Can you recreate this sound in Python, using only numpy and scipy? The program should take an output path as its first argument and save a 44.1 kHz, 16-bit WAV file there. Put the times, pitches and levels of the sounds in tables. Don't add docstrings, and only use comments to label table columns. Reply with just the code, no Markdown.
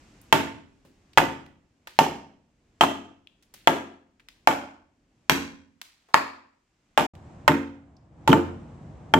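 import sys
import numpy as np
from scipy import signal
from scipy.fft import rfft, irfft, next_fast_len
from scipy.io import wavfile
from scipy.ndimage import uniform_filter1d

SR = 44100
rng = np.random.default_rng(int(sys.argv[2]) if len(sys.argv) > 2 else 0)


def wav_out(sig):
    wavfile.write(sys.argv[1], SR, np.round(np.clip(np.atleast_2d(sig).T, -1, 1) * 32767).astype(np.int16))


N = 405264

# start_s, rumble_db, hiss_db
FAR_AIR_LEVELS = [(0, -57.5, -62.5), (1.7, -64.5, -72.5), (5.1, -64.5, -73.5), (6.1, -74.5, -71.5),
                  (7, -68.5, -73.5)]
# start_s, rumble_db, hiss_db
NEAR_AIR_LEVELS = [(7.3, -38, -50), (8.1, -52, -67), (8.5, -33, -48.5), (9.19, -44.5, -60.5)]
# freq_hz, relative_db_per_hz
FAR_AIR_SPECTRUM = [(15, -20), (30, 2.5), (70, 1), (150, -2.5), (290, -1.5), (450, -11.5), (1300, -17.5),
                    (2500, -19), (3800, -24.5), (5500, -24), (7500, -25), (9500, -36), (14000, -45.5),
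                    (16000, -61)]
# freq_hz, relative_db_per_hz
NEAR_AIR_SPECTRUM = [(15, -27), (25, -22.5), (70, 2), (166, 1.5), (229, -6), (335, -7), (384, -14.5),
                     (796, -15), (1330, -26.5), (4490, -44.5), (7710, -43.5), (11600, -68), (16000, -85)]
# freq_hz, t60_s
ROOM_DECAY = [(80, 0.9), (250, .62), (500, 0.43), (1000, 0.49), (2500, 0.48), (5500, .46), (8000, .41),
              (14000, 0.26)]
# freq_hz, gain_db
ROOM_SPECTRUM = [(60, 0.5), (300, 8.5), (700, -2), (1500, -1.5), (3000, -1.5), (7000, 2.5), (14000, 5)]
# freq_hz, left_right_likeness (0 to 1)
STEREO_LIKENESS = [(100, 1), (300, .9), (700, 0.67), (1400, 0.1), (2800, 0.48), (6000, 0.1)]
# freq_hz, left_minus_right_db
STEREO_LEAN = [(70, -1.5), (250, -0.5), (600, 2), (1200, -1), (2300, -2), (4500, -3), (8000, -3.5),
               (13000, 0)]
# start_s, level_db, centre_hz, half_width_octaves, decay_s, skitter_db
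LITTER_SOUNDS = [(.215, -58, 10000, .4, .003, -19.5), (0.85, -51.5, 218, 1, 0.025, -12.5),
                 (1.133, -57.5, 3200, 0.62, 0.0039, -14), (1.462, -57, 1984, .78, .0042, -15.5),
                 (1.872, -39.5, 1300, 0.98, 0.005, -7.5), (3.272, -49.5, 2987, 0.23, 0.0014, -30.5),
                 (3.425, -61, 3500, 1.14, .0078, -7), (3.539, -45.5, 1983, 2.67, 0.0063, -4.5),
                 (4.197, -56.5, 1970, 0.56, 0.0066, -15.5), (4.286, -46.5, 2483, 0.7, 0.0027, -10.5),
                 (5.815, -38.5, 2200, 1.15, 0.0031, -11.5), (6.087, -55, 750, 0.76, 0.024, -11.5),
                 (7.152, -57.5, 1810, 0.9, 0.0063, -15), (7.967, -65, 4990, .2, .0022, -25)]
# start_s, level_db, centre_hz, half_width_octaves, decay_s, room_db
SPLINTERS = [(1.1827, -12, 1396, 0.53, 0.0022, -25), (2.8354, -13.5, 946, .4, 0.007, -19),
             (6.138, -39.5, 4485, 0.13, 0.0052, 9), (8.282, -21.5, 956, 0.37, 0.001, 4),
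             (8.316, -27.5, 3130, 0.076, 0.0044, -23)]
# freq_hz, level_db, t60_s
TRUNK_MODES = [(87.8, -19.5, 0.81), (148, -7, 0.092), (156.4, -5, 0.17), (213.4, -12.5, .35),
               (231.3, -10, 0.63), (276.3, -2, 0.58), (296.5, -5, 0.33), (323, -8, 0.29), (348, -6.5, .45),
               (445, -12, 0.45), (528, -21.5, 0.65)]
# freq_hz, relative_db, t60_s
AXE_MODES = [(604, -12.5, 0.16), (677, -12.5, 0.071), (891, 0.5, 0.11), (920, -16, 0.3),
             (970, -15.5, 0.022), (1156, -13, 0.13), (1380, -14.5, 0.087), (1820, -16.5, 0.095),
             (7430, -33, 0.15), (7700, -34.5, 0.11)]
# freq_hz, relative_db_per_hz
CRACK_SPECTRUM = [(40, -23.5), (130, -13.5), (300, -8), (450, -6), (700, 3), (1300, -1), (2000, -7),
                  (3200, -8.5), (4300, -20), (7500, -23.5), (9200, -31.5), (14500, -27), (16500, -52.5)]
# start_s, force_db, bite_decay_s, split_db, bass_push_db, snap_db (near 1.9 kHz),
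# brightness_db, axe_knock_db, blade_ping_db; push, snap and brightness are weighted by frequency
BLOWS = [(0.3261, -9, 0.0048, -11.5, 5.5, 1, 1, -9.5, -11),
         (1.1747, -7.5, 0.007, -6, 4, 4, -0.5, -8.5, -30.5),
         (1.9891, -9, 0.0029, -8.5, 0, -3, 0.5, -10, -21),
         (2.8098, -9.5, 0.0082, -10, 3.5, -1, 0, -9, -9.5),
         (3.6730, -8, 0.0052, -13, 0, 3, -2.5, -10.5, -13),
         (4.4730, -8.5, 0.0032, -8.5, -3, 0.5, -3, -10, -31.5),
         (5.2966, -10, 0.0037, -15.5, 7.5, 2.5, 7, -24, -14.5),
         (6.1425, -4.5, 0.0017, -13, -14.5, 5.5, -4.5, -14, -25.5),
         (6.976, -11, 0.0021, 2, 3.5, 0, -0.5, -10.5, -39),
         (7.4786, -7.5, 0.0066, -10, 3.5, 8.5, -1, -9, -27.5),
         (8.2765, -18.5, 0.0064, 0.5, 17.5, -2, 7, -13, -38),
         (8.3288, -10, 0.0022, -10, 4.5, 2, -10.5, -9, -16.5), (9.1380, -10, .004, -27, 8.5, 4, -3, -8, -9)]
# start_s, end_s
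SILENCE = (7.063, 7.135)
SILENCE_START_S, SILENCE_END_S = SILENCE

TIME_S = np.arange(N) / SR
AGE_S = np.arange(SR) / SR

DIP_DB, RECOVER_DB_PER_S = 14, 16
LITTER_ROOM_DB = -7
SKITTER_DECAY_S, SKITTER_HZ, SKITTER_HALF_WIDTH_OCTAVES = 0.1, 2700, 0.75
FAR_ROOM_DB, NEAR_ROOM_DB = -4, -7.5
USUAL_FORCE_DB, DRYING_DB_PER_DB = -9.5, 0.8
FAR_THUD_DB, NEAR_THUD_DB, THUD_DB_PER_PUSH_DB = -26, -17, 0.5
THUD_DELAY_S = 0.015
BLADE_HZ = 3142
FADE_S = 0.004
BAND_LIMIT_HZ = 16300


def amp(db):
    return 10 ** (np.asarray(db) / 20)


def unit(x):
    energy = np.mean(np.sum(x ** 2, -1))
    return x * np.sqrt(SR / 100 / (energy + 1e-20))


def read(points, hz):
    f, value = np.transpose(points)
    return np.interp(np.log(hz + 1), np.log(f + 1), value)


def bins(size):
    return np.fft.rfftfreq(size, 1 / SR)


def add(mix, start_s, sound):
    part = mix[:, round(start_s * SR):][:, :sound.shape[-1]]
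    part += sound[..., :part.shape[-1]]


def colour(x, db):
    log_gain = np.log(amp(np.maximum(db, -100)))
    cepstrum = irfft(log_gain)
    half = cepstrum.shape[-1] // 2
    cepstrum[..., 1:half] *= 2
    cepstrum[..., half + 1:] = 0
    return irfft(rfft(x) * np.exp(rfft(cepstrum)))


def band(centre_hz, half_width_octaves):
    octaves = np.log2((bins(SR) + 1) / centre_hz)
    return -10 * np.log10(1 + (octaves / half_width_octaves) ** 4)


def pair(x):
    same = np.clip(read(STEREO_LIKENESS, bins(x.shape[-1])), -1, 1)
    mid, side = rfft(x) * np.sqrt([1 + same, 1 - same]) / np.sqrt(2)
    return irfft([mid + side, mid - side])


def burst(decay_s, grain_db, blur_hz=330):
    grain = 30
    sizes_db = grain_db * np.minimum(rng.exponential(1, SR // grain + 1), 4)
    sizes = amp(sizes_db).repeat(grain)[:SR]
    x = pair(rng.standard_normal((2, SR))) * sizes * np.exp(-AGE_S / max(decay_s, 1e-4))
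    power = (abs(rfft(x)) ** 2).mean(0)
    blurred = uniform_filter1d(power, max(int(blur_hz), 1))
    return unit(colour(x, -10 * np.log10(blurred + 1e-9)))


def ring(modes, rise_s, detune, spread_rad):
    out = np.zeros((2, SR))
    for hz, db, t60_s in modes:
        shift, left, right = rng.standard_normal(3)
        phase = spread_rad * np.array([[left], [right]])
        tone = np.sin(2 * np.pi * hz * (1 + detune * shift) * AGE_S + phase)
        out += amp(db - 60 * AGE_S / t60_s) * tone
    return out * (1 - np.exp(-AGE_S / rise_s))


def air(levels, spectrum, split_hz=800):
    point_s, *curves_db = np.transpose(levels)
    size = next_fast_len(N, real=True)
    size += size % 2
    hz = bins(size)
    z = rfft(pair(rng.standard_normal((2, size)))) * amp(read(spectrum, hz))
    low = 1 / (1 + (hz / split_hz) ** 4)
    rumble = irfft(z * low)[:, :N]
    hiss = irfft(z * (1 - low))[:, :N]
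    out = np.zeros((2, N))
    for part, db in zip((rumble, hiss), curves_db):
        out += part / part.std() * amp(np.interp(TIME_S, point_s, db))
    return out


def dips():
    db = np.zeros(N)
    for start_s, *_ in BLOWS:
        climb_db = np.minimum(RECOVER_DB_PER_S * (TIME_S - start_s) - DIP_DB, 0)
        db = np.where(TIME_S < start_s, db, climb_db)
    return amp(db)


def workshop(x, first_s=0.0026, build_s=0.0027):
    sparse = rng.random((2, SR)) < 0.15
    taps = pair(rng.standard_normal((2, SR)) * sparse)
    hz, t, z = signal.stft(taps, SR, nperseg=256)
    decay_db = 60 * t / read(ROOM_DECAY, hz)[:, None]
    z = z * amp(read(ROOM_SPECTRUM, hz)[:, None] - decay_db)
    tail = signal.istft(z, SR, nperseg=256)[1][:, :SR]
    tail = tail * (1 - np.exp(-np.maximum(AGE_S - first_s, 0) / build_s))
    return signal.fftconvolve(x, tail / np.linalg.norm(tail[0]), axes=1)[:, :SR]


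def tick(level_db, centre_hz, half_width_octaves, decay_s, room_db):
    rattle = colour(burst(decay_s, grain_db=3), band(centre_hz, half_width_octaves))
    direct = amp(level_db) * unit(rattle)
    return direct + amp(room_db) * workshop(direct)


def litter(level_db, centre_hz, half_width_octaves, decay_s, skitter_db):
    hit = tick(level_db, centre_hz, half_width_octaves, decay_s, LITTER_ROOM_DB)
    skitter = tick(level_db + skitter_db, SKITTER_HZ, SKITTER_HALF_WIDTH_OCTAVES,
                   SKITTER_DECAY_S, LITTER_ROOM_DB)
    return hit + skitter


def trunk(rattle_db=-7, rattle_hz=200):
    shake = burst(0.041, grain_db=2.0, blur_hz=40.44).mean(0)
    rattle = unit(colour(shake, 2 * band(rattle_hz, half_width_octaves=0.74)))
    boom = ring(TRUNK_MODES, rise_s=0.0038, detune=0.0072, spread_rad=0.18)
    return boom + amp(rattle_db) * rattle


def axe_knock(knock_db):
    return amp(knock_db) * ring(AXE_MODES, rise_s=0.0006, detune=0.0097, spread_rad=0.22)


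def blade_ping(ping_db):
    modes = [(BLADE_HZ, ping_db, 0.035),
             (BLADE_HZ * 0.95, ping_db - 5, 0.025),
             (BLADE_HZ * 1.05, ping_db - 5.5, 0.02)]
    return ring(modes, rise_s=0.00023, detune=0.022, spread_rad=0.81)


def oak_crack(force_db, bite_decay_s, split_db, push_db, snap_db, bright_db, edge_db=-2):
    hz = bins(SR)
    tone_db = read(CRACK_SPECTRUM, hz)
    tone_db = tone_db + push_db * read([(220, 0.77), (600, 0.094)], hz)
    tone_db = tone_db + snap_db * read([(1050, 0.038), (1850, 0.99), (3300, 0)], hz)
    tone_db = tone_db + bright_db * read([(1100, 0.0095), (3500, 0.88)], hz)
    contact = amp(edge_db) * burst(0.0012, grain_db=1.0)
    crushed = burst(bite_decay_s, grain_db=3)
    split = amp(split_db) * burst(0.033, grain_db=5.5)
    return amp(force_db) * unit(colour(contact + crushed + split, tone_db))


def blow(near, force_db, bite_decay_s, split_db, push_db, snap_db, bright_db, knock_db, ping_db):
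    room_db = NEAR_ROOM_DB if near else FAR_ROOM_DB
    room_db -= DRYING_DB_PER_DB * max(force_db - USUAL_FORCE_DB, 0)
    thud_db = NEAR_THUD_DB if near else FAR_THUD_DB
    thud_db += THUD_DB_PER_PUSH_DB * push_db
    crack = oak_crack(force_db, bite_decay_s, split_db, push_db, snap_db, bright_db)
    knock = axe_knock(knock_db)
    ping = blade_ping(ping_db)
    reflections = workshop(crack + 0.69 * knock + 0.55 * ping)
    out = crack + knock + ping + amp(room_db) * reflections
    add(out, THUD_DELAY_S, amp(thud_db) * trunk())
    return colour(out, read(STEREO_LEAN, bins(SR)) * np.array([[0.5], [-0.5]]))


def scene():
    background_gain = dips()
    far = background_gain * air(FAR_AIR_LEVELS, FAR_AIR_SPECTRUM)
    near = background_gain * air(NEAR_AIR_LEVELS, NEAR_AIR_SPECTRUM)
    for source, table in (litter, LITTER_SOUNDS), (tick, SPLINTERS):
        for start_s, *row in table:
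            add(far if start_s < SILENCE_START_S else near, start_s, source(*row))
    for start_s, *row in BLOWS:
        close = start_s > SILENCE_START_S
        add(near if close else far, start_s, blow(close, *row))
    fade_out = np.clip((SILENCE_START_S - TIME_S) / FADE_S + 1, 0, 1)
    fade_in = np.clip((TIME_S - SILENCE_END_S) / FADE_S, 0, 1)
    return far * fade_out + near * fade_in


def record(dry):
    held = dry / (1 + (dry / 0.95) ** 4) ** 0.25
    low_pass = signal.firwin(255, BAND_LIMIT_HZ, window=("kaiser", 9), fs=SR)
    return signal.oaconvolve(held, low_pass[None], "same")


dry = scene()
out = record(dry)
wav_out(out)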